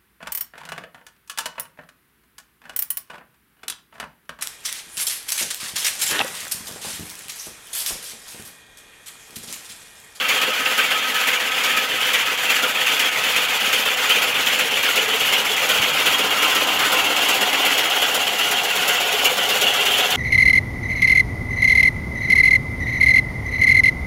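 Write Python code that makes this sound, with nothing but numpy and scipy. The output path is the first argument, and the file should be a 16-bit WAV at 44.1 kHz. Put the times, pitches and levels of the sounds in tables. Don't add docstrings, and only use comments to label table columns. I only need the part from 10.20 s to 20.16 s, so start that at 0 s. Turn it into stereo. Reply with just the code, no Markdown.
import sys
import numpy as np
from scipy import signal
from scipy.fft import rfft, irfft, next_fast_len
from scipy.io import wavfile
from scipy.ndimage import uniform_filter1d, map_coordinates

SR = 44100
rng = np.random.default_rng(int(sys.argv[2]) if len(sys.argv) > 2 else 0)


def pcm_store(signal):
    levels = np.round(np.clip(np.atleast_2d(signal), -1, 1) * 32767)
    wavfile.write(sys.argv[1], SR, levels.astype(np.int16).T)


N = 439236
TIME_S = np.arange(N) / SR
LIFT_S, REBOUND_S, DRAG_S, FADE_S = .014, .043, .067, .092

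# time_s, slap_db, drag_db, clang_over_slap_db
CONTACT_LEVELS = [(0, -25.6, -26.3, 10.4), (2.1, -25.9, -26.5, 9.2), (2.35, -24.6, -25.3, 9.1),
                  (5, -22.8, -24.3, 7.7), (7.5, -22.3, -23.6, 8.8), (8.1, -22.3, -25, 6.1),
                  (9.96, -20.7, -23.9, 7.4)]
# time_s, rate_hz
SWAY_RATES = [(0, 2.066), (2, 2.399), (4.5, 2.609), (7, 2.42), (9.96, 2.915)]

def screw_turns(motor_share):
    first_slap_s, first_crest_s, turn_hz, speed_up_hz_per_s = .0863, .131, 8.134, .0032
    early_s_per_db, scatter_s, scatter_db = .0011, .0008, .3
    steady_s = np.arange(int(N / SR * turn_hz)) / turn_hz
    slap_s = first_slap_s + steady_s - .5 * speed_up_hz_per_s / turn_hz * steady_s ** 2
    at = (slap_s * SR).astype(int)
    slap_db, drag_db, clang_db = (level[at] for level in curves(CONTACT_LEVELS))
    sways = np.cumsum(curves(SWAY_RATES)[0]) / SR
    phase = lambda s: 2 * np.pi * (np.interp(s, TIME_S, sways) - sways[int(first_crest_s * SR)])
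    sway_db = 3.7 * (1 - .53 * motor_share[at])
    strength, grip, timing = rng.standard_normal((len(slap_s), 3)).T
    push_db = sway_db * np.cos(phase(slap_s)) + scatter_db * strength
    dip_db = 5.3 - .4 * motor_share[at]
    return (slap_s + early_s_per_db * sway_db * np.sin(phase(slap_s)) + scatter_s * timing,
            slap_db + push_db,
            drag_db + .33 * sway_db * np.cos(phase(slap_s + DRAG_S)) + scatter_db * grip,
            slap_db + clang_db + .7 * push_db,
            dip_db + .3 * push_db)


def contact_db(slap_s, slap_db, drag_db, dip_db, rise_s, peak_s, rebound_db, fade_db):
    phases = [(-LIFT_S, slap_db - dip_db + .5),
              (-.001, slap_db - dip_db),
              (rise_s, slap_db - .5),
              (peak_s, slap_db - .7),
              (REBOUND_S, drag_db - rebound_db),
              (DRAG_S, drag_db + .27),
              (FADE_S, drag_db - fade_db)]
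    times_s = np.ravel([slap_s + delay for delay, _ in phases], "F")
    levels_db = np.ravel([db for _, db in phases], "F")
    return np.interp(TIME_S, np.sort(times_s), levels_db)


# frequency_hz, level_db
INTAKE_SPECTRUM = [(300, -70), (800, -24), (1150, -12), (1330, -8), (1700, -7), (2100, -3.5), (2450, -1),
                   (2850, -1.5), (3250, -2.5), (3600, -7.5), (3900, -20.5), (4400, -14.5), (5500, -28)]
OUTLET_SPECTRUM = [(300, -70), (800, -28), (1150, -10), (1400, -6.5), (1750, -9.5), (2100, -4), (2450, -6),
                   (2830, 1), (3050, 0.5), (3350, -1.5), (3900, -15), (4400, -11), (5500, -50)]
# pitch_hz, width_hz, level_db
INTAKE_MODES = [(1277, 22, 4.5), (1312, 49, -8.5), (1545, 89, -5), (1724, 21, -1)]
MIDWAY_MODES = [(891, 65, -8), (1038, 16, 5.5), (1310, 240, 1.5), (1483, 110, -2.5)]
OUTLET_MODES = [(1434, 59, -0.5), (1662, 42, -4), (1988, 52, -2), (2806, 100, 4), (2930, 70, 2),
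                (3246, 140, -1)]

def wall_ring(screw, motor_share):
    slap_s, _, drag_db, clang_db, dip_db = screw
    level_db = contact_db(slap_s, clang_db, drag_db + 7.5, 1.1 * dip_db,
                          rise_s=.006, peak_s=.019, rebound_db=1.1, fade_db=1.2)
    force = amp(level_db + .23 * wobble(70))
    intake, outlet = force * np.sqrt(1 - motor_share), force * np.sqrt(motor_share)
    start = force * passing(.3, width_s=3.8)
    midway = force * passing(6.3, width_s=.75)
    end = force * passing(9.8, width_s=.55)
    bright_modes = modes([(3230, 220, 0), (3430, 160, -2)])
    ring = amp(-1.68) * rattle(intake, colour(INTAKE_SPECTRUM), rate_hz=5000, t60_s=.04, wet=.73)
    ring += amp(-3.95) * rattle(outlet, colour(OUTLET_SPECTRUM), rate_hz=5000, t60_s=.04, wet=.76)
    ring += amp(-11) * rattle(start, modes(INTAKE_MODES), rate_hz=2000, t60_s=.02, wet=.5)
    ring += amp(-9.3) * rattle(outlet, modes(OUTLET_MODES), rate_hz=2000, t60_s=.01, wet=.6)
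    ring += amp(-7.5) * rattle(end, bright_modes, rate_hz=2000, t60_s=.015, wet=.6)
    return ring + amp(-10.5) * rattle(midway, modes(MIDWAY_MODES), rate_hz=2000, t60_s=.014, wet=1)


# frequency_hz, level_db
FRICTION_SPECTRUM = [(1000, -70), (2800, -30), (3700, 2.5), (4400, -1), (5200, -1), (6300, -0.6),
                     (7200, 0.2), (8200, -8), (8900, -11), (9700, -6.5), (11200, -5.5), (13500, -7.8),
                     (15800, -10.3)]

def scrape(screw):
    slap_s, slap_db, drag_db, _, dip_db = screw
    level_db = contact_db(slap_s, slap_db + .27, drag_db - .3, dip_db + 2.3,
                          rise_s=.0006, peak_s=.013, rebound_db=3.8, fade_db=1.6)
    force = amp(level_db + .37 * wobble(110))
    friction = colour(FRICTION_SPECTRUM)
    hiss = amp(-2.4) * rattle(force, friction, rate_hz=16000, t60_s=.017, wet=.6)
    bright = lambda hz: friction(hz) * hz ** 2 / (hz ** 2 + 11000 ** 2)
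    return hiss + amp(-33.3) * rattle(unit(force ** 2), bright, rate_hz=5000, t60_s=.008, wet=.39)


# time_s, air_db, housing_db
DRONE_LEVELS = [(0, -35.5, -37), (2, -36, -36.5), (3.4, -35.5, -34.5), (4.6, -33.5, -34.5), (6, -31.5, -31),
                (7.3, -31, -28), (8.2, -33.5, -31), (9, -31, -29.5), (9.96, -31, -28.5)]
# pitch_hz, width_hz, level_db
INTAKE_AIR_MODES = [(172, 68, -16.5), (222, 40, -10), (262, 85, -7), (452, 65, -2), (503, 48, 1.8),
                    (612, 37, -3)]
OUTLET_AIR_MODES = [(215, 45, -9.5), (272, 56, -8.5), (339, 45, -7), (432, 90, -0.5), (501.3, 46, -1.5),
                    (547, 128, -2.5)]
HOUSING_MODES = [(730, 58, 0.5), (780, 130, -3.5), (807.4, 23, -1), (955, 160, -12.5)]
# frequency_hz, level_db
FLEX_SPECTRUM = [(320, -41), (550, -10.5), (770, 4), (842, 0), (914, 2), (986, 0.5), (1250, -6), (1620, -8),
                 (2750, -120)]

def drone(screw, motor_share):
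    air_db, housing_db = curves(DRONE_LEVELS)
    slap_s, slap_db, drag_db, _, dip_db = screw
    beat_db = contact_db(slap_s, slap_db - drag_db, np.full(len(slap_s), 1.5), dip_db,
                         rise_s=.0045, peak_s=.016, rebound_db=6.5, fade_db=8)
    air = unit(amp(beat_db + .8 * wobble(30))) * amp(air_db)
    sheet = unit(amp(.36 * beat_db + .27 * wobble(30))) * amp(housing_db)
    intake, outlet = air * np.sqrt(1 - motor_share), air * np.sqrt(motor_share)
    wall, housing = sheet * np.sqrt(1 - motor_share ** 3), sheet * motor_share ** 1.5
    low_note = modes([(292, 75, 0)])
    hum = amp(.55) * rattle(intake, modes(INTAKE_AIR_MODES), rate_hz=1500, t60_s=.014, wet=.23)
    hum += amp(-1.4) * rattle(outlet, modes(OUTLET_AIR_MODES), rate_hz=1500, t60_s=.011, wet=.23)
    hum += amp(-8.5) * rattle(air * passing(6.8, width_s=1.4), low_note, rate_hz=1500, t60_s=.012, wet=.25)
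    hum += amp(1.35) * rattle(wall, colour(FLEX_SPECTRUM), rate_hz=2500, t60_s=.052, wet=.77)
    return hum + amp(-.7) * rattle(housing, modes(HOUSING_MODES), rate_hz=2700, t60_s=.048, wet=.41)


# start_s, level_db, pitch_hz
EDGE_STRIKES = [(0.4589, -5, 2730), (0.5906, -3, 2550), (1.074, -7, 2570), (2.3037, -6, 2390),
                (3.1627, -1, 2540), (3.5309, -3, 2490), (3.899, -4, 2690), (4.0203, -5, 2800),
                (7.0968, -5, 2830), (7.218, -6, 2640), (7.3457, -6, 2600), (7.5862, -5, 2980),
                (9.9264, -5, 2830)]

def edge_knocks():
    clang_t60_s, crack_t60_s = .085, .014
    t = np.arange(SR // 10) / SR
    clangs, cracks = np.zeros((2, 2, N + SR))
    for start_s, level_db, pitch_hz in EDGE_STRIKES:
        span = slice(round(start_s * SR), round(start_s * SR) + len(t))
        tone = np.sin(2 * np.pi * (pitch_hz * t + rng.random((2, 1))))
        clangs[:, span] += amp(level_db - 12 - 60 * t / clang_t60_s) * tone
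        cracks[:, span] += amp(level_db - 8 - 60 * t / crack_t60_s) * rng.standard_normal((2, len(t)))
    return clangs[:, :N] + radiate(cracks[:, :N], colour(INTAKE_SPECTRUM))


# start_s, level_db, pitch_hz
AIR_BOOMS = [(3.963, -26.5, 476), (4.083, -26, 487), (4.452, -24, 458), (4.818, -25.5, 451),
             (4.875, -24, 440), (4.939, -25, 447), (5.298, -25.5, 442), (8.936, -20, 430),
             (9.108, -20, 505)]

def air_booms():
    rise_s = .011
    t = np.arange(SR // 8) / SR
    swell = (t / rise_s) ** 2 * np.exp(2 - 2 * t / rise_s)
    booms = np.zeros(N + SR)
    for start_s, level_db, pitch_hz in AIR_BOOMS:
        tone = np.sin(2 * np.pi * (pitch_hz * t + rng.random()))
        booms[round(start_s * SR):][:len(t)] += amp(level_db - 1) * swell * tone
    return booms[:N]


# time_s, level_db
WIND_LEVELS = [(0, -58.5), (3, -53), (5.8, -49), (7.5, -52), (9.96, -47)]
SOFT_BUMPS = [(5.6, -40), (5.73, -47), (9.93, -39)]
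# frequency_hz, level_db
WIND_SPECTRUM = [(12, -40), (25, -22.5), (50, -7), (100, -1.5), (150, -1), (230, -1.5), (400, -45)]

def wind():
    bumps = sum(amp(db) * np.exp(-((TIME_S - s) / .019) ** 2) for s, db in SOFT_BUMPS)
    rumble = radiate(rng.standard_normal((2, N)), colour(WIND_SPECTRUM))
    return rumble * (amp(curves(WIND_LEVELS)[0] + 1.5 * wobble(12)) + bumps)


def rattle(force, response, rate_hz, t60_s, wet):
    contacts = force * unit((rng.random((2, N)) < rate_hz / SR) * rng.standard_normal((2, N)))
    retained = amp(-120 / (t60_s * SR))
    stored_energy = signal.lfilter([1 - retained], [1, -retained], contacts ** 2)
    echoes = np.sqrt(stored_energy) * rng.standard_normal((2, N))
    return radiate(np.sqrt(1 - wet) * contacts + np.sqrt(wet) * echoes, response)


def travelling_contact(sound, depth_db):
    spectra = signal.stft(sound, nperseg=1024)[2]
    emphasis = uniform_filter1d(rng.standard_normal(spectra.shape), size=3, axis=1)
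    emphasis = uniform_filter1d(emphasis, size=3, axis=2)
    return signal.istft(spectra * unit(amp(depth_db * unit(emphasis))), nperseg=1024)[1][:, :N]


# frequency_hz, correlation
COHERENCE = [(60, 0.66), (150, 0.94), (380, 0.95), (950, 0.68), (2380, 0), (5980, 0.09), (15000, 0)]

def radiate(pair, response):
    angle = lambda hz: np.arccos(np.clip(along(COHERENCE, hz), 0, 1)) / 2
    mid_side = lambda hz: response(hz) * np.array([np.cos(angle(hz)), np.sin(angle(hz))])
    gain = np.sqrt(np.mean(np.abs(mid_side(np.arange(SR // 2))[0]) ** 2))
    mid, side = filtered(pair, mid_side) / gain
    return np.array([mid + side, mid - side])


def passing(time_s, width_s):
    return np.exp(-((TIME_S - time_s) / width_s) ** 2)


def modes(table):
    band = lambda hz, pitch, width: 1j * hz * width / (pitch ** 2 - hz ** 2 + 1j * hz * width)
    return lambda hz: sum(amp(db) * band(hz, pitch, width) ** 2 for pitch, width, db in table)


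def colour(points):
    return lambda hz: amp(along(points, hz))


def filtered(x, response):
    size = x.shape[-1]
    padded = next_fast_len(size + 8192)
    return irfft(rfft(x, padded) * response(np.fft.rfftfreq(padded, 1 / SR)), padded)[..., :size]


def wobble(rate_hz):
    knots = rng.standard_normal(int(N * rate_hz / SR) + 4)
    return map_coordinates(knots, [np.arange(N) * rate_hz / SR])


def curves(rows):
    times_s, *columns = np.transpose(rows)
    return [np.interp(TIME_S, times_s, column) for column in columns]


def along(points, hz):
    knots_hz, values = np.transpose(points)
    return np.interp(np.log(hz + 1), np.log(knots_hz + 1), values)


def amp(db):
    return 10 ** (np.asarray(db) / 20)


def unit(x):
    return x / np.sqrt(np.mean(x ** 2) + 1e-20)


# time_s, share
MOTOR_SHARES = [(0, .04), (3, .1), (5, 0.45), (6.8, 0.67), (8, 0.82), (9.96, 0.9)]

def scene():
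    motor_share = np.clip(curves(MOTOR_SHARES)[0], 0, 1)
    screw = screw_turns(motor_share)
    ring = travelling_contact(wall_ring(screw, motor_share), depth_db=3)
    hiss = travelling_contact(scrape(screw), depth_db=3)
    return ring + amp(-.31) * hiss + drone(screw, motor_share) + air_booms() + edge_knocks() + wind()


# frequency_hz, left_minus_right_db
PORT_BALANCE = [(400, 0), (850, 0), (1300, -3.5), (2100, -6.0), (2800, -12.5), (3300, -16), (3900, 2),
                (4500, 0), (5500, 14.5), (6400, 5.7), (8100, 5), (9300, 12), (11500, 7.5), (13800, 1)]

def record(dry):
    def ports(hz):
        ratio = amp(along(PORT_BALANCE, hz))
        return np.array([ratio, np.ones_like(ratio)]) * np.sqrt(2 / (1 + ratio ** 2))
    top_hz = 15800
    heard = filtered(dry, ports)
    rounded = heard / (1 + np.abs(heard) ** 8) ** (1 / 8)
    return filtered(rounded, lambda hz: 1 / (1 + (hz / top_hz) ** 300))


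dry = scene()
out = record(dry)
pcm_store(out)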